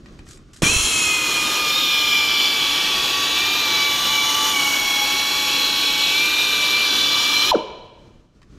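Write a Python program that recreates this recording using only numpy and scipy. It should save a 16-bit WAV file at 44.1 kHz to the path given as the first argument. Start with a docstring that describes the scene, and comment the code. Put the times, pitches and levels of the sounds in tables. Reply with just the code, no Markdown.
"""A small wire brush in an air drill taps and scrapes the bore of an iron engine block in a workshop.
The valve opens with a puff and a brief low rush; the four-vane rotor whines as a stack of tones over
coloured exhaust noise, bright bristle scratch and narrow noisy rings, sagging in pitch under load.
At shut-off the vane tone drops in one falling chirp that rings out in the shop's noise-tail echo;
a last pair of faint touches follows over the background noise."""
import sys
import numpy as np
from scipy import signal
from scipy.fft import rfft, irfft, next_fast_len
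from scipy.io import wavfile

SR = 44100
rng = np.random.default_rng(int(sys.argv[2]) if len(sys.argv) > 2 else 0)


def master_out(mix):
    """Clip the mix to full scale and print it as 16-bit PCM to the path in sys.argv[1]."""
    frames = np.transpose(np.atleast_2d(mix))
    ceiling = np.clip(frames, -1, 1)
    pcm = np.round(ceiling * 32767).astype(np.int16)
    wavfile.write(sys.argv[1], SR, pcm)


N = 378366
SIZE = next_fast_len(N)
VALVE_OPEN_S, VALVE_SHUT_S = .62, 7.514


def amp(db):
    """dB to gain."""
    return 10 ** (np.asarray(db) / 20)


def rms_one(x):
    """Scale to rms 1."""
    return x / np.sqrt(np.mean(x ** 2) + 1e-20)


def in_time(rows):
    """Columns of a timed table, interpolated to every sample."""
    s, *columns = np.transpose(rows)
    return [np.interp(np.arange(N) / SR, s, column) for column in columns]


def at_hz(points, hz):
    """Read a table on a log-frequency axis."""
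    table = np.array(points)
    return np.interp(np.log(hz + 1), np.log(table[:, 0]), table[:, 1])


def drift(rate_hz):
    """Slow chance of spread 1: noise through two equal one-pole low-passes at every 40th sample."""
    r = np.exp(-80 * np.pi * rate_hz / SR)
    white = rng.standard_normal(N // 40 + 2002)
    slow = signal.lfilter([1], [1, -2 * r, r * r], white)[2000:]  # the filter has settled by then
    return np.interp(np.arange(N) / 40, np.arange(len(slow)), rms_one(slow))


def ring(clicks, hz, t60):
    """Two-pole resonator: a unit click sets a decaying sine of starting height 1 ringing."""
    r, w = amp(-60 / (t60 * SR)), 2 * np.pi * hz / SR
    return signal.lfilter([0, np.sin(w)], [1, -2 * r * np.cos(w), r * r], clicks + 1e-18)


def butter(x, edge_hz, kind="low"):
    """Gentle second-order filter."""
    return signal.sosfilt(signal.butter(2, edge_hz, kind, fs=SR, output="sos"), x)


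def bands(length, low_hz, step):
    """Overlapping windows, step octaves apart, summing to 1: (centre Hz, window)."""
    hz = np.fft.rfftfreq(length, 1 / SR)
    place = np.log2(np.maximum(hz, low_hz) / low_hz) / step
    for k in range(int(place[-1]) + 2):
        yield low_hz * 2 ** (k * step), np.cos(np.pi / 2 * np.clip(place - k, -1, 1)) ** 2


def coloured(colour, modes=()):
    """Spectrum of a noise of rms 1, shaped by a colour curve and lifted at each mode."""
    hz = np.fft.rfftfreq(SIZE, 1 / SR)
    db = at_hz(colour, hz)
    for f, width, lift in modes:
        db = db + lift / (1 + (2 * (hz - f) / width) ** 2)
    white = rfft(rng.standard_normal(SIZE))
    return rfft(rms_one(irfft(amp(db) * white, SIZE)))


def background():
    """Coloured background noise, sinking at first, rising at the end, with small wandering."""
    # Colour of the shop. Each row: frequency in Hz, relative density in dB.
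    shop_colour = [(15, -36), (25, -3), (99, -10.5), (136, -8), (183, -12), (322, -15), (359, -14.5),
                   (410, -21), (919, -37.5), (1140, -29), (1950, -38), (6210, -41.5), (15500, -67.5)]
    # Loudness of the shop. Each row: time in seconds, level in dB.
    shop_level = [(0, -40), (.45, -46.5), (.62, -49), (8.0, -50), (8.3, -53), (8.58, -45.5)]
    [level_db] = in_time(shop_level)
    return irfft(coloured(shop_colour), SIZE)[:N] * amp(level_db + 2.0 * drift(12))


def knocks(chatter_s=0.0056, contact_db=-26.5):
    """Each touch of the shank is a short chatter of contacts that strikes every mode of the iron."""
    # Brush shank touching the iron. Each row: start in seconds, relative level in dB,
    # extra lift in dB of the modes above 5500 Hz.
    touches = [(0.0593, -33.5, -18), (0.0844, -41.5, -15.5), (0.19, -31.5, -12.5), (0.267, -36.5, -13.5),
               (0.3731, -41, 7.5), (0.3894, -47, -9.5), (0.5357, -40.5, -8), (0.561, -42.5, -1.5),
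               (8.4173, -39, -18), (8.429, -37.5, -19)]
    # Modes of the iron. Each row: frequency in Hz, relative level in dB, T60 in seconds.
    iron_modes = [(1180, -5, .012), (1900, -1, .012), (2480, -3, .01), (3080, -6.5, .008), (3850, -6, .008),
                  (4400, -7.5, .007), (5000, -7, .008), (5670, -4.5, .006), (6300, -5, .007),
                  (7500, 3.5, .007), (8600, -5.5, .004)]
    out, t = np.zeros(N), np.arange(900) / SR
    chatter = rng.standard_normal((len(touches), len(t))) * np.exp(-t / chatter_s)
    for hz, mode_db, t60 in iron_modes:
        push = np.zeros(N)
        for (s, touch_db, bright_db), contacts in zip(touches, chatter):
            db = touch_db + mode_db + contact_db + (hz > 5500) * bright_db
            push[round(s * SR):][:len(t)] += amp(db) * contacts
        out += ring(push, hz, t60)
    return butter(out, 9000)


def drag(grain_db=3):
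    """Bristles dragged along the wall: grainy coloured noise that swells and fades per stroke."""
    # Strokes. Each row: swell start, loudest point and fade end in seconds, level in dB.
    strokes = [(0.25, .32, .375, -47.5), (0.531, 0.536, .556, -46.5), (0.547, 0.564, .62, -50),
               (8.4, 8.422, 8, -69.5)]
    # Colour of the scratch. Each row: frequency in Hz, relative density in dB.
    scratch_colour = [(530, -66.5), (900, -32), (1240, -3.5), (2420, -9), (2570, -8.5), (7490, -2.5),
                      (12400, -20), (15000, -43.5)]
    t, envelope = np.arange(N) / SR, 0
    for start, top, end, db in strokes:
        envelope = envelope + amp(db) * np.interp(t, (start, top, end), (0, 1, 0)) ** .7
    noise = irfft(coloured(scratch_colour), SIZE)[:N]
    return envelope * noise * amp(grain_db * drift(150))


def valve(lag_s=0.):
    """Seconds since the valve opened, and a gate that is open while air flows."""
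    t = np.arange(N) / SR - VALVE_OPEN_S
    to_nearest_edge = np.minimum(t - lag_s, VALVE_SHUT_S - VALVE_OPEN_S - t)
    return np.maximum(t, 0), np.clip(to_nearest_edge / .0012, 0, 1)


def puffs():
    """Short low pushes of air on the microphone, each a click into a fast-dying resonance."""
    # Air pushes. Each row: start in seconds, relative level in dB, pitch in Hz, T60 in seconds.
    pushes = [(.6215, -15, 1100, .008), (.621, -8, 468, 0.014), (.632, -1.5, 170, 0.014),
              (.657, -13.5, 118.8, .03), (0.695, -16, 80.6, 0.041), (.722, -22.5, 70, .05),
              (0.762, -8, 60, 0.033), (0.799, -15.5, 60, 0.041), (.84, -20, 50, .06),
              (7.511, -22, 60.3, 0.038)]
    out = np.zeros(N)
    for s, db, hz, t60 in pushes:
        click = np.zeros(N)
        click[round(s * SR)] = amp(db)
        out += ring(click, hz, t60)
    return butter(out, 1500)


def buffet(start_db=-30, fade_db_per_s=33.5, lumps_db=4):
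    """Exhaust air buffeting the microphone: lumpy low noise that fades after the start."""
    since, gate = valve()
    low = butter(rng.standard_normal(N), [35, 330], "band")
    return gate * amp(start_db - fade_db_per_s * since + lumps_db * drift(30)) * rms_one(low)


def fine_ripple(spectrum, ripple_db=4.5, spacing_hz=110, hold_s=1.064):
    """Fine random ripple in the noise spectrum, crossfading slowly between chance patterns."""
    hz, t, out = np.fft.rfftfreq(SIZE, 1 / SR), np.arange(SIZE) / SR, 0
    chance = rng.standard_normal((14, 600))
    for k in range(int(t[-1] / hold_s) + 2):
        pattern = np.interp(hz / spacing_hz, np.arange(600), chance[k])
        pattern = pattern * np.clip(hz / 2500, 0, 1)  # weaker ripple in the lows
        share = np.clip(1 - np.abs(t / hold_s - k), 0, 1)  # crossfade between patterns
        out = out + share * irfft(spectrum * amp(ripple_db * pattern), SIZE)
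    return rfft(rms_one(out))


def air(patchy_db=1.0, flicker_db=0.48, scratch_from_hz=4800, scratch_full_hz=7400):
    """Exhaust hiss and bristle scratch: rushing noise whose narrow bands swell and fade separately."""
    # Exhaust and bristles. Each row: time in seconds, hiss level in dB, then low rush,
    # bright scratch and top fizz in dB, of which only the swing about the median counts.
    air_levels = [(.68, -22, -7.5, 1, -17), (1.2, -25.5, -2.5, -5, -13), (1.55, -22, -3.5, -9.5, -14.5),
                  (1.8, -21, -8, -16, -15.5), (3.1, -20, -7.5, -15, -20.5), (3.6, -21, -6.5, -15, -16),
                  (4.6, -22, -5.5, -10.5, -15.5), (5.8, -20, -9, -15, -18.5),
                  (6.7, -21.5, -6.5, -13.5, -19.5), (7.5, -20.5, -7, -13, -17)]
    # Colour of the hiss. Each row: frequency in Hz, relative density in dB.
    hiss_colour = [(18, -51.5), (30, -20), (187, -11.5), (292, -8), (693, -11), (1170, -3.5), (1410, -8),
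                   (1690, -5), (2030, -11.5), (2310, -2), (3250, -0.5), (5770, -8.5), (8330, -19),
                   (13000, -20), (15600, -29)]
    # Resonances of the housing. Each row: frequency in Hz, width in Hz, lift in dB.
    housing_modes = [(355, 160, 4), (510, 24, 3.5), (995, 23, 1.5), (3295, 280, 5), (4070, 230, 5.5),
                     (5460, 790, 2.5), (6890, 520, 6), (10200, 200, 3), (13060, 450, 10)]
    # as the valve opens: slight dip of all the air, strong brief lift of the low rush
    opening_db, opening_low_db, opening_decay_s = -1.5, 11.5, 0.058
    since, gate = valve()
    hiss_db, *parts_db = in_time(air_levels)
    opening = np.exp(-since / opening_decay_s)
    low_db, bright_db, top_db = (part - np.median(part) for part in parts_db)
    noise = fine_ripple(coloured(hiss_colour, housing_modes))
    together, out = drift(11.0), 0
    for hz, window in bands(SIZE, 120, 1 / 6):
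        if hz < 2000:
            part_db = low_db + opening_low_db * opening
        elif hz > 11500:
            part_db = top_db
        else:
            scratch = np.log(hz / scratch_from_hz) / np.log(scratch_full_hz / scratch_from_hz)
            part_db = np.clip(scratch, 0, 1) * bright_db
        db = part_db + patchy_db * drift(2.1) + flicker_db * together
        out = out + amp(db) * irfft(noise * window, SIZE)[:N]
    return gate * amp(hiss_db + opening_db * opening) * out


def narrow_rings(flutter_db=1.2):
    """Narrow noisy rings: noise twice through a resonance, swelling, fading and fluttering."""
    # Short rings as the valve opens, then longer ones during the scraping.
    # Each row: start and end in seconds, frequency in Hz, width in Hz, level in dB.
    ring_rows = [(.612, .665, 2450, 200, -23), (.61, .66, 1150, 220, -26), (.62, 1.2, 3250, 200, -35),
                 (0.53, 1.34, 7360, 200, -31), (0.55, 1.2, 8800, 150, -39), (.6, 1.2, 10300, 400, -32),
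                 (0.63, 1.62, 4250, 100, -35.5), (2.2, 2.7, 4600, 170, -30.5), (2.6, 2.8, 3250, 160, -33),
                 (2.8, 4.67, 3984, 180, -27), (3.7, 4.894, 2930, 80, -27), (4.3, 5.9, 5740, 220, -33),
                 (3.7, 5.3, 9100, 300, -41.5), (3.4, 5.8, 13150, 300, -41), (4.7, 6.72, 4130, 160, -26.5),
                 (7.5, 7.5, 4220, 110, -32.5), (6.7, 7.4, 4650, 120, -31), (6.9, 7.55, 5500, 130, -49)]
    out = np.zeros(N)
    for start, end, hz, width_hz, db in ring_rows:
        i, j = round(start * SR), round(end * SR)
        noise = rng.standard_normal(3 * SR)[:j - i]
        for _ in range(2):
            noise = ring(noise, hz, 1.4 / width_hz)  # two passes together give the stated width
        out[i:j] += amp(db) * rms_one(noise) * np.hanning(j - i) ** .5
    return out * valve()[1] * amp(flutter_db * drift(35))


def motor(rough_db=1.0, unbalance_db=3.0, waver=.0012, fading_db=1.2):
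    """Exhaust pulses of the vanes as tones; upper ones sway once per chuck turn, rotor tones are unsteady."""
    # Vane motor under changing load. Each row: time in seconds, vane rate in Hz,
    # 2nd and 3rd vane multiple in dB.
    load = [(.63, 1170, -33.5, -35), (.67, 1187, -22.5, -37), (.71, 1312, -26.5, -38.5),
            (.87, 1295, -30.5, -34), (.95, 1287, -24, -37.5), (1.13, 1250, -24, -46),
            (1.38, 1219, -24, -45), (1.46, 1229, -30, -26.5), (1.58, 1224, -27, -38),
            (1.72, 1195, -27, -26.5), (1.79, 1237, -28.5, -25.5), (1.86, 1212, -28.5, -25),
            (2.16, 1188, -21, -32), (2.68, 1142, -30.5, -26), (2.87, 1160, -30.5, -27),
            (2.97, 1129, -40, -28.5), (3.32, 1147, -33, -26), (3.42, 1184, -23.5, -26.5),
            (3.58, 1199, -26.5, -29), (3.74, 1145, -26, -27.5), (3.94, 1151, -26, -27.5),
            (4.01, 1165, -40, -27), (4.19, 1152, -21.5, -29), (4.33, 1161, -37, -26),
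            (4.52, 1166, -36, -27), (4.55, 1136, -22.5, -34), (4.62, 1125, -22.5, -38.5),
            (4.94, 1109, -25, -25.5), (5.4, 1129, -29, -27.5), (5.6, 1118, -32.5, -25.5),
            (6.09, 1133, -30, -25), (6.22, 1183, -20, -30), (6.45, 1196, -24, -25.5),
            (6.65, 1168, -22.5, -28.5), (6.83, 1186, -21.5, -29.5), (6.92, 1152, -30.5, -23.5),
            (7.15, 1166, -26.5, -24.5), (7.44, 1177, -24, -30.5), (7.5, 1242, -28, -37)]
    # Weaker tones. Each row: time in seconds, then levels in dB of the vane tone, 3rd rotor multiple,
    # gear mesh at five thirds of the vane rate, 4th vane multiple.
    weak_tones = [(.63, -42, -47.5, -46.5, -51.5), (1.1, -37, -50.5, -34, -51),
                  (1.6, -29, -46.5, -45, -37.5), (2.6, -35.5, -45.5, -54.5, -61.5),
                  (3.6, -32.5, -42.5, -47.5, -49), (4.45, -27.5, -33.5, -43, -44),
                  (4.7, -36, -35, -55.5, -48.5), (6.0, -38.5, -39, -49.5, -44),
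                  (6.4, -38.5, -51, -49, -41.5), (7.51, -34.5, -54.5, -47, -41.5)]
    # Steady upper tone. Each row: multiple of the vane rate, level in dB.
    faint_orders = [(6, -52)]
    rotor_db = -46  # once-a-turn tone: four vanes, so a quarter of the vane rate
    chuck_ratio, wobble = .0315, .25  # chuck turns per vane pulse; sway depth before chance scales it
    vane_hz, *levels = in_time(load)
    pulses = np.cumsum(vane_hz * (1 + waver * drift(20.0))) / SR
    orders = list(zip((2, 3), levels))
    orders += list(zip((1, 3 / 4, 5 / 3, 4), in_time(weak_tones)))
    orders += [(1 / 4, rotor_db)] + faint_orders
    out = 0
    for k, db in orders:
        depth = wobble * (k >= 2) * np.clip(.8 + .6 * drift(1.2), 0, 2.5)
        sway = 1 + depth * np.sin(2 * np.pi * (chuck_ratio * pulses + rng.random()))
        unsteady_db = (rough_db if k >= 1 else unbalance_db) * drift(25) + fading_db * drift(4.5)
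        out = out + amp(db + unsteady_db) * sway * np.sin(2 * np.pi * (k * pulses + rng.random()))
    return np.sqrt(2) * valve(lag_s=.01)[1] * out


def swell(hz, mode_hz, width_hz, db):
    """Gain of a tone as it crosses a resonance."""
    return amp(db) / (1 + (2 * (hz - mode_hz) / width_hz) ** 4)


def run_down(rasp=.1):
    """The last vane pulses slow down, loud with the back pressure gone, swelling at each resonance."""
    # Resonances woken by the run-down. Each row: frequency in Hz, width in Hz, level in dB.
    exhaust_modes = [(250, 90, -21), (390, 70, -11), (535, 130, -10.5), (670, 90, -16), (815, 45, -13),
                     (970, 120, -10.5)]
    # Where the 3rd multiple is heard: frequency in Hz, width in Hz, level in dB.
    overtone_mode = (1350, 380, -26)
    # vane rate at shut-off; it slows by air drag (in proportion to the rate) and by constant friction
    start_hz, drag_per_s, friction_hz_per_s = 1070, 6, 11500
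    since = np.arange(N) / SR - VALVE_SHUT_S
    brake_hz = friction_hz_per_s / drag_per_s
    hz = (start_hz + brake_hz) * np.exp(-drag_per_s * np.maximum(since, -.01)) - brake_hz
    hz = np.clip(hz, 0, None)
    phase = 2 * np.pi * np.cumsum(hz) / SR
    tone = sum(swell(hz, *mode) for mode in exhaust_modes) * np.sin(phase)
    tone = tone + swell(3 * hz, *overtone_mode) * np.sin(3 * phase)
    fade_in = np.clip(1 + since / 0.0072, 0, 1)  # full at the moment of shut-off
    return np.sqrt(2) * fade_in * tone * (1 + rasp * drift(260))


def shop_echo(x, tail_db=-16.5):
    """Dull first reflections, then a tail of noise dying band by band."""
    # Tail of the shop. Each row: frequency in Hz, T60 in seconds, relative level in dB.
    echo_bands = np.array([(100, 0.73, -5.5), (600, 1.21, 0.5), (1100, 1.02, 4.5), (1600, 1.0, 0.5),
                           (2500, 1.135, 2), (5000, 0.97, -5), (9000, 0.5, -1), (15000, 0.18, -5.5)])
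    # First reflections. Each row: delay in seconds, level in dB.
    reflections = [(.021, -14), (.041, -17.5), (.062, -21)]
    length = int(1.6 * SR)
    t, white, tail = np.arange(length) / SR, rfft(rng.standard_normal(length)), 0
    for hz, window in bands(length, 60, 2 / 3):
        db = at_hz(echo_bands[:, ::2], hz) - 60 * t / at_hz(echo_bands, hz)
        tail = tail + irfft(white * window, length) * amp(db)
    # scaled to unit energy ahead of the 20 ms fade-in
    tail = amp(tail_db) * tail * np.clip(t / .02, 0, 1) / np.sqrt(np.sum(tail ** 2))
    dull = butter(x, 1500)
    early = sum(amp(db) * np.pad(dull, (round(s * SR), 0))[:N] for s, db in reflections)
    return early + signal.fftconvolve(x, tail)[:N]


def steep(x, edge_hz, kind):
    """Steep filter, 70 dB down at its edge."""
    return signal.sosfilt(signal.cheby2(10, 70, edge_hz, kind, fs=SR, output="sos"), x)


def widen(mid, top_hz=10630, top_lean=.4):
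    """Unlike part of the two channels: the same sound, each narrow band a few ms late, in four ranges."""
    # Stereo width over time: bass, middle and whine narrow to the centre, top stays wide.
    # Each row: time in seconds, then gain in dB of the unlike part for bass, middle,
    # band of the main whine (added to the middle), top.
    width_levels = [(0, -18, -2, -20, -2), (1.1, -10, -10.5, -6, 2), (1.35, -18, -56, -4, 3),
                    (1.65, -20, -70, -9, 2), (1.72, -20.5, -70, -72, 4.5), (7.5, -20, -70.5, -70, 4),
                    (7.6, -56, -70, -70, 3)]
    hz = np.fft.rfftfreq(SIZE, 1 / SR)
    spectrum = rfft(mid, SIZE)
    late_s = np.interp(hz / 40, np.arange(600), rng.uniform(.002, .02, 600))
    phase = 2 * np.pi * np.cumsum(late_s) * hz[1]  # the phase slope is the delay
    unlike = irfft(spectrum * np.exp(-1j * phase), SIZE)[:N]
    bass_db, middle_db, whine_db, top_db = in_time(width_levels)
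    bass = steep(unlike, 1054, "low")
    middle = steep(steep(unlike, 518.5, "high"), 6500, "low")
    whine = steep(steep(middle, 1950, "high"), 3100, "low")
    top = steep(unlike, top_hz, "high")
    # the undelayed top, subtracted, leans the image right
    above = irfft(spectrum * np.clip((hz - 0.99 * top_hz) / 1200, 0, 1), SIZE)[:N]
    top = np.sqrt(1 - top_lean ** 2) * top - top_lean * above
    return amp(bass_db) * bass + amp(middle_db) * middle + amp(whine_db) * whine + amp(top_db) * top


def scene(whine_to_walls_db=-6):
    """Touches, drill, echo and background in stereo; the air on the microphone is stronger at right."""
    whine = motor()
    rest = knocks() + drag() + air() + narrow_rings() + run_down()
    # the exhaust faces the microphone, less whine reaches the walls
    echo = shop_echo(rest + amp(whine_to_walls_db) * whine)
    mid = whine + rest + echo + background()
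    side = widen(mid)
    return mid + side * [[1], [-1]] + (puffs() + buffet()) * [[.75], [1.25]]


def record(dry, cutoff_hz=15700):
    """The top is cut by a steep low-pass."""
    return signal.sosfilt(signal.ellip(12, .5, 75, cutoff_hz, fs=SR, output="sos"), dry)


dry = scene()
out = record(dry)
master_out(out)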